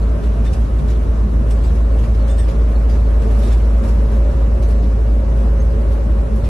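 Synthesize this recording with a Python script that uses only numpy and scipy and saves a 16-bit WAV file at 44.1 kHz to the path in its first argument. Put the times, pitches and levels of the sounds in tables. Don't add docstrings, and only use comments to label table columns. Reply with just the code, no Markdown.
import sys
import numpy as np
from scipy import signal
from scipy.io import wavfile
from scipy.ndimage import uniform_filter1d, minimum_filter1d

SR = 44100
rng = np.random.default_rng(int(sys.argv[2]) if len(sys.argv) > 2 else 0)


def ratio(d):
    e = np.asarray(d, float) / 20
    return 10 ** e


def transcribe(u):
    v = np.clip(np.atleast_2d(u).T, -1, 1)
    q = np.round(v * 32767).astype(np.int16)
    wavfile.write(sys.argv[1], SR, q)


N = 286198
T = np.arange(N) / SR

# time in seconds, speed in Hz.
SHAFT_HZ = [(0, 55.0), (1.3, 54.95), (2.0, 54.75), (6.49, 54.72)]
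# time in seconds, speed in Hz.
SECOND_SHAFT_HZ = [(0, 54.42), (1.0, 54.6), (4.2, 54.62), (6.49, 54.51)]
# time in seconds, level in dB.
HUM_DB = [(0, -14), (.9, -13), (1.6, -12), (2.7, -10.5), (3.6, -8.5), (4.6, -11.5), (5.6, -13),
          (6.49, -12.5)]
# time in seconds, depth in dB.
SAGS = [(0.161, -3), (0.24, -4), (0.579, -7), (0.697, -6), (0.811, -5), (1.061, -7), (1.292, -5),
        (1.655, -7), (1.764, -3.5), (2.074, -5.5), (2.272, -3), (2.536, -10), (2.968, -3.5), (3.249, -2.1),
        (3.858, -10), (3.961, -5.5), (4.33, -5.5), (4.588, -4), (5.243, -3), (5.763, -1.9), (5.923, -4.5),
        (6.026, -4), (6.279, -7), (6.399, -6)]
ORDER_NUMBERS = [(2, 0), (3, 0), (4, 1), (4.33, 1), (5, 1), (6.5, 1), (8, 1), (10, 1), (11, 0), (8, 0),
                 (14, 1), (18, 1), (20, 1), (22, 0), (11, 1), (6, 1)]
# left in dB, right in dB, left lead in rad, fuzz [0-1].
ORDER_MIX = [(-36, -35.5, .1, .2), (-44, -44, .1, .5), (-35.3, -37, .1, .12), (-44, -51, 0, .8),
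             (-51, -48, .2, .3), (-48.5, -41.5, 2.5, .45), (-52, -44, .6, .2), (-41, -43, .3, .08),
             (-40.5, -50, 2.4, .15), (-54, -46, .6, .2), (-53, -59, 1.2, .5), (-56, -54.5, 2.9, .2),
             (-61, -56, -.3, .4), (-60, -60, 3, .4), (-45, -58, 2, .2), (-50, -57, -.5, .4)]
# time in seconds, load in dB.
LOAD_DB = [(0, -13.5), (1.3, -9.5), (2.2, -2.5), (2.9, -1), (3.3, 1), (4.4, 5.5), (5.0, -0.5), (5.6, 6),
           (6.49, 2.5)]
# frequency in Hz, centre and difference levels in dB per Hz.
RUMBLE_SPECTRUM = [(17.2, -65, -92), (38.5, -46.5, -77), (65.7, -35, -54.5), (83, -41, -59.5),
                   (129.7, -51, -59), (160, -54, -62), (230.5, -52.5, -65.5), (291, -57.5, -69),
                   (438, -56.5, -61.5), (510, -63.5, -59), (509, -60.5, -60), (575, -58.5, -67),
                   (631, -64, -65), (665, -62, -71.5), (722, -68, -63.5), (827, -69.5, -72),
                   (1130, -70.5, -70), (3017, -89.5, -92)]
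# time in seconds, level in dB.
ROAD_DB = [(0, -23.5), (.8, -24.5), (2.0, -23.5), (2.9, -23), (3.35, -19.5), (4.0, -22), (5.2, -24.5),
           (5.5, -23), (6.49, -24.5)]
# frequency in Hz, centre and difference levels in dB per Hz.
TRIM_SPECTRUM = [(856, -100, -104), (2270, -85, -91), (3200, -88, -90), (4000, -88.5, -94),
                 (4800, -92.5, -92), (5600, -91, -93), (7200, -95.5, -95), (8500, -94, -102),
                 (9300, -97.5, -96), (10200, -100, -92), (11000, -93.5, -94), (11450, -95, -101),
                 (11700, -99, -110), (12070, -104, -110), (12500, -120, -124)]
# time in seconds, peak in dB, t60 in seconds, brightness in dB per octave.
JOLTS = [(.2394, -36.5, 0.21, 0), (.4499, -36, 0.38, -0.5), (0.5344, -33, 0.14, 0.5),
         (.7894, -38.5, 0.15, -0.5), (.885, -37.5, 0.25, -1.5), (.903, -36, 0.16, -3),
         (1.509, -34, 0.12, 0), (1.641, -37.5, 0.33, -0.5), (1.752, -39.5, .15, 0.5),
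         (1.9894, -38, 0.24, 0), (2.0394, -35.5, 0.19, -2.5), (2.1494, -38, 0.15, -1.5),
         (2.282, -34, 0.21, -0.5), (2.384, -35, 0.35, 1), (2.4858, -35.5, 0.26, -3),
         (2.8963, -34.5, 0.36, -1), (2.9394, -40, .22, -4), (3.222, -35, 0.17, 1), (3.309, -36, 0.22, 0),
         (3.35, -37.5, 0.22, 2), (3.3894, -33, 0.33, 3), (3.432, -33.5, 0.48, 1.5), (3.478, -38, .15, -3.5),
         (3.508, -34.5, 0.57, -1.5), (3.528, -31.5, 0.17, 0), (3.8394, -35, 0.25, 0),
         (3.8856, -35, 0.21, 1.5), (4.1194, -40, 0.39, 2), (4.6269, -36, 0.23, -0.5),
         (4.684, -41.5, 0.3, 6), (4.708, -41, 0.2, 2), (4.8294, -41.5, 0.42, -4), (5.3667, -41.5, 0.46, 1),
         (5.6194, -41.5, 0.28, 4), (5.9194, -40, 0.26, 1.5), (6.3594, -43, 0.25, 9),
         (6.444, -36.5, 0.36, -2.5)]
# frequency in Hz, centre and difference levels in dB per Hz.
FLOOR_SPECTRUM = [(61, -124, -105), (103, -58.5, -76), (146.5, -52.5, -85), (160, -63.5, -84),
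                  (211.4, -57.5, -59.5), (283, -67, -77.5), (322, -86, -87)]
# time in seconds, swell in dB [negative for a #
THUDS = [(.24, 4), (.4, 1), (.83, 9.5), (1.4, 7), (1.8, -2), (2.1, 3), (2.5, -4), (2.97, 4), (3.25, -8),
         (3.45, -18), (3.85, -8), (4.12, -4), (4.36, 3), (4.8, 4.5), (5.45, -3), (6.36, 3)]
# frequency in Hz,
# share in step [-1 to 1], share a quarter cycle ahead [-1 to 1].
PORTS = [(95, -.45, .2), (190, -.3, .28), (240, 0, 0), (310, 0, .05), (400, -.22, .3), (520, -.05, .3),
         (850, 0, .4), (1030, 0, .15), (1200, 0, .03), (1700, -.2, -.1), (2200, 0, .05), (2800, .05, .22),
         (4400, 0, .13), (5500, .08, 0), (7000, .12, .03), (7800, .04, .14), (9200, 0, -.12), (10200, 0, 0),
         (11000, -.03, .32), (11600, 0, 0)]
# time in seconds, pitch in Hz, level in dB, t60 in seconds.
PINGS = [(0.027, 4300, -47, 0.094), (.245, 3400, -54, .12), (2.31, 7050, -46, .15),
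         (2.39, 9000, -51, 0.077), (2.495, 6900, -51, 0.12), (3.5, 3600, -53, 0.14),
         (2.755, 4300, -45, 0.12), (2.2, 4300, -49, 0.18), (2.898, 4890, -44, 0.17), (3.2, 7900, -49, 0.11),
         (6.4, 4300, -63, 0.18), (4.742, 4200, -54, .25), (4.629, 4020, -47, 0.09), (4.63, 6100, -50, 0.11),
         (4.634, 6200, -50.5, .1), (4.84, 5200, -56, 0.11), (1.7, 15000, -52, .08),
         (1.522, 11100, -54, .08), (5.6, 6400, -43, 0.093), (2.495, 15000, -54, .1), (0.37, 9300, -55, .06),
         (1.645, 4900, -47, 0.11), (1.65, 7750, -48, 0.13), (6.447, 4250, -51, 0.09)]
# centre in seconds, pitch in Hz, level in dB.
SHUDDERS = [(0.16, 138, -24), (0.16, 572, -33.5), (0.25, 759, -50), (0.37, 160, -25.5), (0.39, 670, -32.5),
            (0.48, 140, -28), (0.54, 754, -40), (0.83, 145, -19.5), (0.85, 204, -28), (1.07, 81, -17),
            (1.26, 203.5, -19), (2.35, 780, -41), (3.06, 273, -27), (3.28, 438, -23), (3.29, 334, -34),
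            (3.29, 670, -34), (3.44, 770, -40), (3.45, 730, -46), (3.63, 750, -44), (3.77, 523, -40),
            (3.94, 475, -39), (3.97, 305, -31), (4.09, 414, -35), (4.23, 510, -39), (4.27, 624, -41),
            (4.28, 592, -27), (4.36, 134, -27), (4.74, 651, -40), (4.81, 700, -37), (4.87, 202, -20),
            (5.13, 355, -33), (5.41, 663, -38), (5.46, 707, -40), (5.53, 460, -35), (5.59, 594, -42),
            (5.65, 457, -41), (5.76, 442, -29), (6.09, 179, -24), (6.1, 322, -27.5), (6.1, 662, -44),
            (6.21, 690, -48), (6.46, 95, -17), (.17, 223, -26), (.52, 225, -30), (5.7, 166, -26),
            (5.95, 274, -31), (6.25, 275, -31), (.1, 264, -26), (2.38, 203, -34), (2.9, 115, -21),
            (3.85, 223, -22.5), (4.5, 154, -26), (5.42, 245, -25), (6.35, 214.4, -20.5), (1.02, 205, -29),
            (2.08, 110, -19), (1.75, 474, -35)]
# start in seconds, level in dB.
TICKS = [(.451, -47), (.5335, -38), (.5405, -41), (.547, -46), (.905, -44), (1.508, -36.5), (1.5145, -44),
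         (1.519, -42), (1.531, -47), (1.642, -53), (2.282, -46), (2.298, -46), (2.385, -48), (2.486, -47),
         (2.898, -47), (3.225, -53), (3.3095, -43), (3.528, -45), (3.886, -47), (4.627, -42), (4.686, -44),
         (4.708, -45), (6.446, -45)]
# start in seconds, level on each of four modes in dB.
CHINKS = [(.459, -41, -52, -57, -54), (.466, -52, -48, -54, -62), (.474, -56, -39, -56, -62),
          (.906, -58, -52, -58, -62), (1.509, -52, -50, -48, -46), (1.518, -56, -56, -52, -46),
          (2.295, -45, -41, -52, -52), (2.304, -50, -42, -54, -60), (2.316, -50, -48, -56, -49),
          (2.333, -60, -58, -60, -51), (2.343, -60, -50, -60, -58), (2.380, -48, -52, -50, -44),
          (2.385, -37, -51, -50, -44), (2.391, -54, -48, -46, -37), (2.400, -42, -47, -47, -48),
          (2.408, -39, -50, -54, -50), (2.417, -50, -47, -50, -50), (2.435, -52, -50, -56, -58),
          (3.421, -50, -48, -58, -60), (3.430, -46, -43, -56, -56), (3.443, -54, -47, -56, -47),
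          (3.481, -50, -46, -58, -64), (3.514, -54, -45, -45, -62), (3.528, -45, -43, -44, -60),
          (3.54, -52, -49, -52, -62), (2.299, -60, -60, -60, -45), (2.309, -60, -60, -60, -47),
          (3.448, -60, -49, -60, -60), (3.464, -60, -49, -60, -60), (6.445, -58, -50, -48, -58)]
# pitch in Hz, split in Hz, t60 in seconds.
FITTING_MODES = [(1800, 45, .07), (3590, 75, .07), (5400, 150, .07), (8400, 95, .09)]
# time in seconds, pitch [share of rest pitch].
FLEX = [(.46, 1.01), (.48, 1.003), (2.295, .98), (2.32, .992), (2.38, 1.02), (2.41, 1.008), (2.435, .95),
        (3.424, .982), (3.435, 1), (3.45, 1.03), (3.482, 1.055), (3.49, 1.055), (3.512, .96), (3.52, .97),
        (3.528, 1), (3.545, .96), (6.445, 1)]
FLEX_SHARE = [1, 1, .6, .2]
# frequency in Hz, level over step in dB, smallest step in dB.
BAND_STEPS = [(600, 45, -90), (1200, 20, -90), (2000, 4, -80), (3000, -6, -70), (5500, -6, -65),
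              (7000, -5, -63), (9000, -5, -60), (11400, -3, -55), (12000, -2, -50), (12700, -3, -42)]


def evened(x):
    return x / np.sqrt(np.mean(abs(x) ** 2) + 1e-20)


def follow(rows):
    s, value = np.transpose(rows)
    return np.interp(T, s, value)


def relative(rows):
    db = follow(rows)
    return ratio(db - db.mean())


def bumps(rows, half_s):
    s, db = np.transpose(rows)[:, :, None]
    coarse_s = T[::64]
    bells_db = db * np.exp(-((coarse_s - s) / half_s) ** 2)
    return np.interp(T, coarse_s, bells_db.sum(0))


def drift(width_hz):
    hz = np.fft.fftfreq(4096, 64 / SR)
    z = rng.standard_normal(4096) + 1j * rng.standard_normal(4096)
    slow = evened(np.fft.ifft(z * np.exp(-(hz / width_hz) ** 2)))
    return np.interp(T, np.linspace(0, T[-1], 4096), slow)


def coloured(x, table, size, patchy_db, tilt_db=0.):
    overlap = size * 3 // 4
    hz, t, z = signal.stft(x, SR, nperseg=size, noverlap=overlap)
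    log_hz = np.log(hz + 1)
    f, *levels = np.transpose(table)
    db = np.array([np.interp(log_hz, np.log(f), level, right=-150) for level in levels])[:, :, None]
    patches = rng.standard_normal(z.shape[1:][::-1]).T
    patches = uniform_filter1d(uniform_filter1d(patches, size=4, axis=0), size=20, axis=1)
    patches_db = patchy_db * np.clip(evened(patches), -3, 2)
    lean_db = np.log2((hz[:, None] + 1) / 5000) * np.interp(t, T, tilt_db * np.ones(N))
    z = z * ratio(db + patches_db + lean_db) * np.sqrt(SR / 2)
    f, along, ahead = np.transpose(PORTS)
    share = np.interp(log_hz, np.log(f), along + 1j * ahead)[:, None]
    copied = share * z[0] * ratio(db[1] - db[0])
    z = np.array([z[0], copied + np.sqrt(1 - abs(share) ** 2) * z[1]])
    mid, side = signal.istft(z, SR, nperseg=size, noverlap=overlap)[1][:, :N]
    return np.array([mid + side, mid - side])


def motor():
    turns = [2 * np.pi * np.cumsum(follow(speed)) / SR for speed in (SHAFT_HZ, SECOND_SHAFT_HZ)]
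    wobble_rad = 0.25 * drift(width_hz=2.2).real
    hum = np.sqrt(2) * ratio(follow(HUM_DB) + bumps(SAGS, half_s=.025)) * np.sin(turns[0] + wobble_rad)
    load_db = follow(LOAD_DB)
    mesh_gain = ratio(.9 * load_db)
    high_gain = ratio(np.minimum(.6 * load_db + 4, 1.5))
    slack_gain = ratio(-.35 * load_db)
    whine = np.zeros((2, N))
    for (order, shaft), (left_db, right_db, lead_rad, fuzz) in zip(ORDER_NUMBERS, ORDER_MIX):
        waver = np.sqrt(1 - fuzz ** 2) + fuzz * drift(width_hz=1.2 + 0.31 * order)
        tone = np.exp(1j * order * turns[shaft]) * waver
        if order == 10:
            tone = tone * mesh_gain
        elif order > 7:
            tone = tone * high_gain
        elif order == 2:
            tone = tone * slack_gain
        left = ratio(left_db) * (tone * np.exp(1j * lead_rad)).real
        whine += np.sqrt(2) * np.array([left, ratio(right_db) * tone.real])
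    return hum * ratio([[-.02], [.02]]) + whine


def rumble():
    noise = rng.standard_normal((2, N))
    return coloured(noise, RUMBLE_SPECTRUM, size=8192, patchy_db=1.5) * relative(ROAD_DB) ** 1.2


def trim():
    shake_db, rise_s, linger_db, linger_t60_s = -52, .0027, -14, 3
    s, peak_db, t60_s, bright_db = np.transpose(JOLTS)[:, :, None]
    coarse_s = T[::32]
    u = coarse_s - s
    after_s, before_s = np.maximum(u, 0), np.minimum(u, 0)
    decay = ratio(-60 * after_s / np.maximum(t60_s, .05)) ** 2
    decay += ratio(linger_db - 60 * after_s / linger_t60_s) ** 2
    swell = ratio(peak_db - 9.0) ** 2 * decay * np.exp(before_s / rise_s)
    steady = (ratio(shake_db) * relative(ROAD_DB)) ** 2
    power = steady + np.interp(T, coarse_s, swell.sum(0))
    lean_db = np.interp(T, coarse_s, (bright_db * swell).sum(0)) / power
    contacts = ratio(2.0 * uniform_filter1d(rng.exponential(1, N), size=40))
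    grains = evened(rng.standard_normal((2, N)) * contacts)
    rattle = coloured(grains, TRIM_SPECTRUM, size=256, patchy_db=1.9, tilt_db=lean_db)
    return rattle * np.sqrt(power) * ratio(50.0)


def floor_panel():
    body = coloured(rng.standard_normal((2, N)), FLOOR_SPECTRUM, size=4096, patchy_db=1.5)
    rest_db = 3.5
    return body * ratio(rest_db + bumps(THUDS, half_s=.042))


def ring(hz, db, t60_s, split_hz):
    t = np.arange(SR // 5) / SR
    carrier = np.exp(2j * np.pi * (hz * t + rng.random()))
    beat = 1 + 0.45 * np.exp(-2j * np.pi * (split_hz * t + .2 * rng.random() - .2))
    blur = evened(uniform_filter1d(rng.standard_normal((2, len(t))), size=110, axis=1))
    blurred = carrier * beat * (1 + 0.19 * (blur[0] + 1j * blur[1]))
    return ratio(db - 60 * t / max(t60_s, .02)) * (1 - np.exp(-t / 0.00087)) * blurred.real


def pings():
    out = np.zeros(N + SR)
    for s, hz, db, t60_s in PINGS:
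        out[round(s * SR):][:SR // 5] += ring(hz, db, t60_s, split_hz=220.0)
    return out[:N] * ratio([[.5], [-.5]])


def shudders():
    half_s, level_db = .04, -5
    out, u = np.zeros((2, N + SR)), np.arange(-SR // 5, SR // 5) / SR
    for (s, hz, db), (phase, side) in zip(SHUDDERS, rng.random((len(SHUDDERS), 2))):
        lead_rad = np.array([[1], [-1]]) * (2 * side - 1) * hz / 800
        swell = np.sqrt(2) * ratio(db + level_db) * np.exp(-(u / half_s) ** 2)
        tone = np.sin(2 * np.pi * (hz * u + phase) + lead_rad)
        out[:, round(s * SR):][:, :len(u)] += swell * tone
    return out[:, SR // 5:][:, :N]


def ticks():
    t60_s, band_hz = .035, [3100, 11300]
    out, t = np.zeros((2, N + SR)), np.arange(SR // 20) / SR
    for s, db in TICKS:
        shared, left, right = rng.standard_normal((3, len(t)))
        burst = shared + .5 * np.array([left, right])
        out[:, round(s * SR):][:, :len(t)] += ratio(db - 60 * t / t60_s) * burst
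    bright = signal.butter(5, band_hz, "bandpass", fs=SR, output="sos")
    return signal.sosfilt(bright, out[:, :N])


def fitting():
    level_db, rise_s, beat = 4, .002, .15
    out, t = np.zeros(N), np.arange(SR // 5) / SR
    bend = follow(FLEX) - 1
    for k, (share, (hz, split_hz, t60_s)) in enumerate(zip(FLEX_SHARE, FITTING_MODES)):
        power = np.zeros(N + SR)
        for s, *blow_db in CHINKS:
            blow = ratio(blow_db[k] + level_db - 60 * t / t60_s) * (1 - np.exp(-t / rise_s))
            power[round(s * SR):][:len(t)] += blow ** 2
        turns = np.cumsum(hz * (1 + share * bend)) / SR
        pair = np.sin(2 * np.pi * turns) + beat * np.sin(2 * np.pi * (turns - split_hz * T))
        out += np.sqrt(power[:N]) * pair
    return out * ratio([[.5], [-.5]])


def scene():
    return motor() + rumble() + trim() + floor_panel() + pings() + shudders() + ticks() + fitting()


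def limiter(x):
    limit_db, share, recover_db_per_s = -6, 0.75, 37.5
    level_db = 20 * np.log10(abs(x).max(0) + 1e-9)
    fall_db = recover_db_per_s * T
    peak_db = np.maximum.accumulate(level_db + fall_db) - fall_db
    over_db = np.maximum(peak_db - limit_db, 0)
    held_db = -minimum_filter1d(-over_db, size=441)
    return x / ratio(share * uniform_filter1d(held_db, size=441))


def coarse_spectrum(x, leak, clean_share, moody_db, drop_db):
    hop, bins, start, count = 1024, 640, 640, N // 1024 + 3
    n, k = np.arange(2 * hop)[:, None] + (1 + hop) / 2, np.arange(bins) + .5
    window = np.sin(np.pi * (n - hop / 2) / (2 * hop))
    basis = window * np.cos(np.pi / hop * n * k) * np.sqrt(2 / hop)
    pair = np.array([x[0] + x[1], x[0] - x[1]]) / 2
    pair = np.pad(pair, ((0, 0), (start, count * hop - N - start)))
    halves = pair.reshape(2, count, hop)
    c = np.concatenate([halves[:, :-1], halves[:, 1:]], axis=2) @ basis
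    edges = np.r_[0:96:8, 96:144:12, 144, 160, 176, 196, 216, 240, 264, 292, 320:bins:32]
    widths = np.diff(np.r_[edges, bins])
    power = np.add.reduceat(c ** 2, edges, axis=2) / widths
    hz = (edges + widths / 2) * SR / (2 * hop)
    f, over_db, least_db = np.transpose(BAND_STEPS)
    joint = uniform_filter1d(uniform_filter1d(power.mean(0), size=3, axis=1), size=3, axis=0)
    joint = np.sqrt(abs(joint))
    mood_db = moody_db * evened(uniform_filter1d(rng.standard_normal(joint.shape), size=2, axis=0))
    step = np.maximum(joint * ratio(-np.interp(hz, f, over_db)), ratio(np.interp(hz, f, least_db)))
    step = step * ratio(mood_db) * ratio([[[0]], [[-1.5]]])
    kept = np.repeat(power > (step * ratio(drop_db)) ** 2, widths, axis=2)
    step = np.repeat(step, widths, axis=2)
    c = kept * np.sign(c) * np.floor(abs(c / step) ** (3 / 4) + .4) ** (4 / 3) * step
    around = uniform_filter1d(uniform_filter1d(c ** 2, size=3, axis=1), size=3, axis=2)
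    around = np.sqrt(abs(around))
    smeared = (rng.random((count - 1, 1)) > clean_share) * np.clip((k - 30) / 60, 0, 1)
    frames = (c + leak * smeared * around * rng.standard_normal(c.shape)) @ basis.T
    out = np.zeros((2, count, hop))
    out[:, :-1] += frames[:, :, :hop]
    out[:, 1:] += frames[:, :, hop:]
    mid, side = out.reshape(2, -1)[:, start:start + N]
    return np.array([mid + side, mid - side])


def roll_off(x):
    return signal.sosfilt(signal.butter(12, 13090, fs=SR, output="sos"), x)


def record(dry):
    mix = coarse_spectrum(limiter(dry), leak=.11, clean_share=.17, moody_db=1.9, drop_db=-12)
    return roll_off(mix)


dry = scene()
out = record(dry)
transcribe(out)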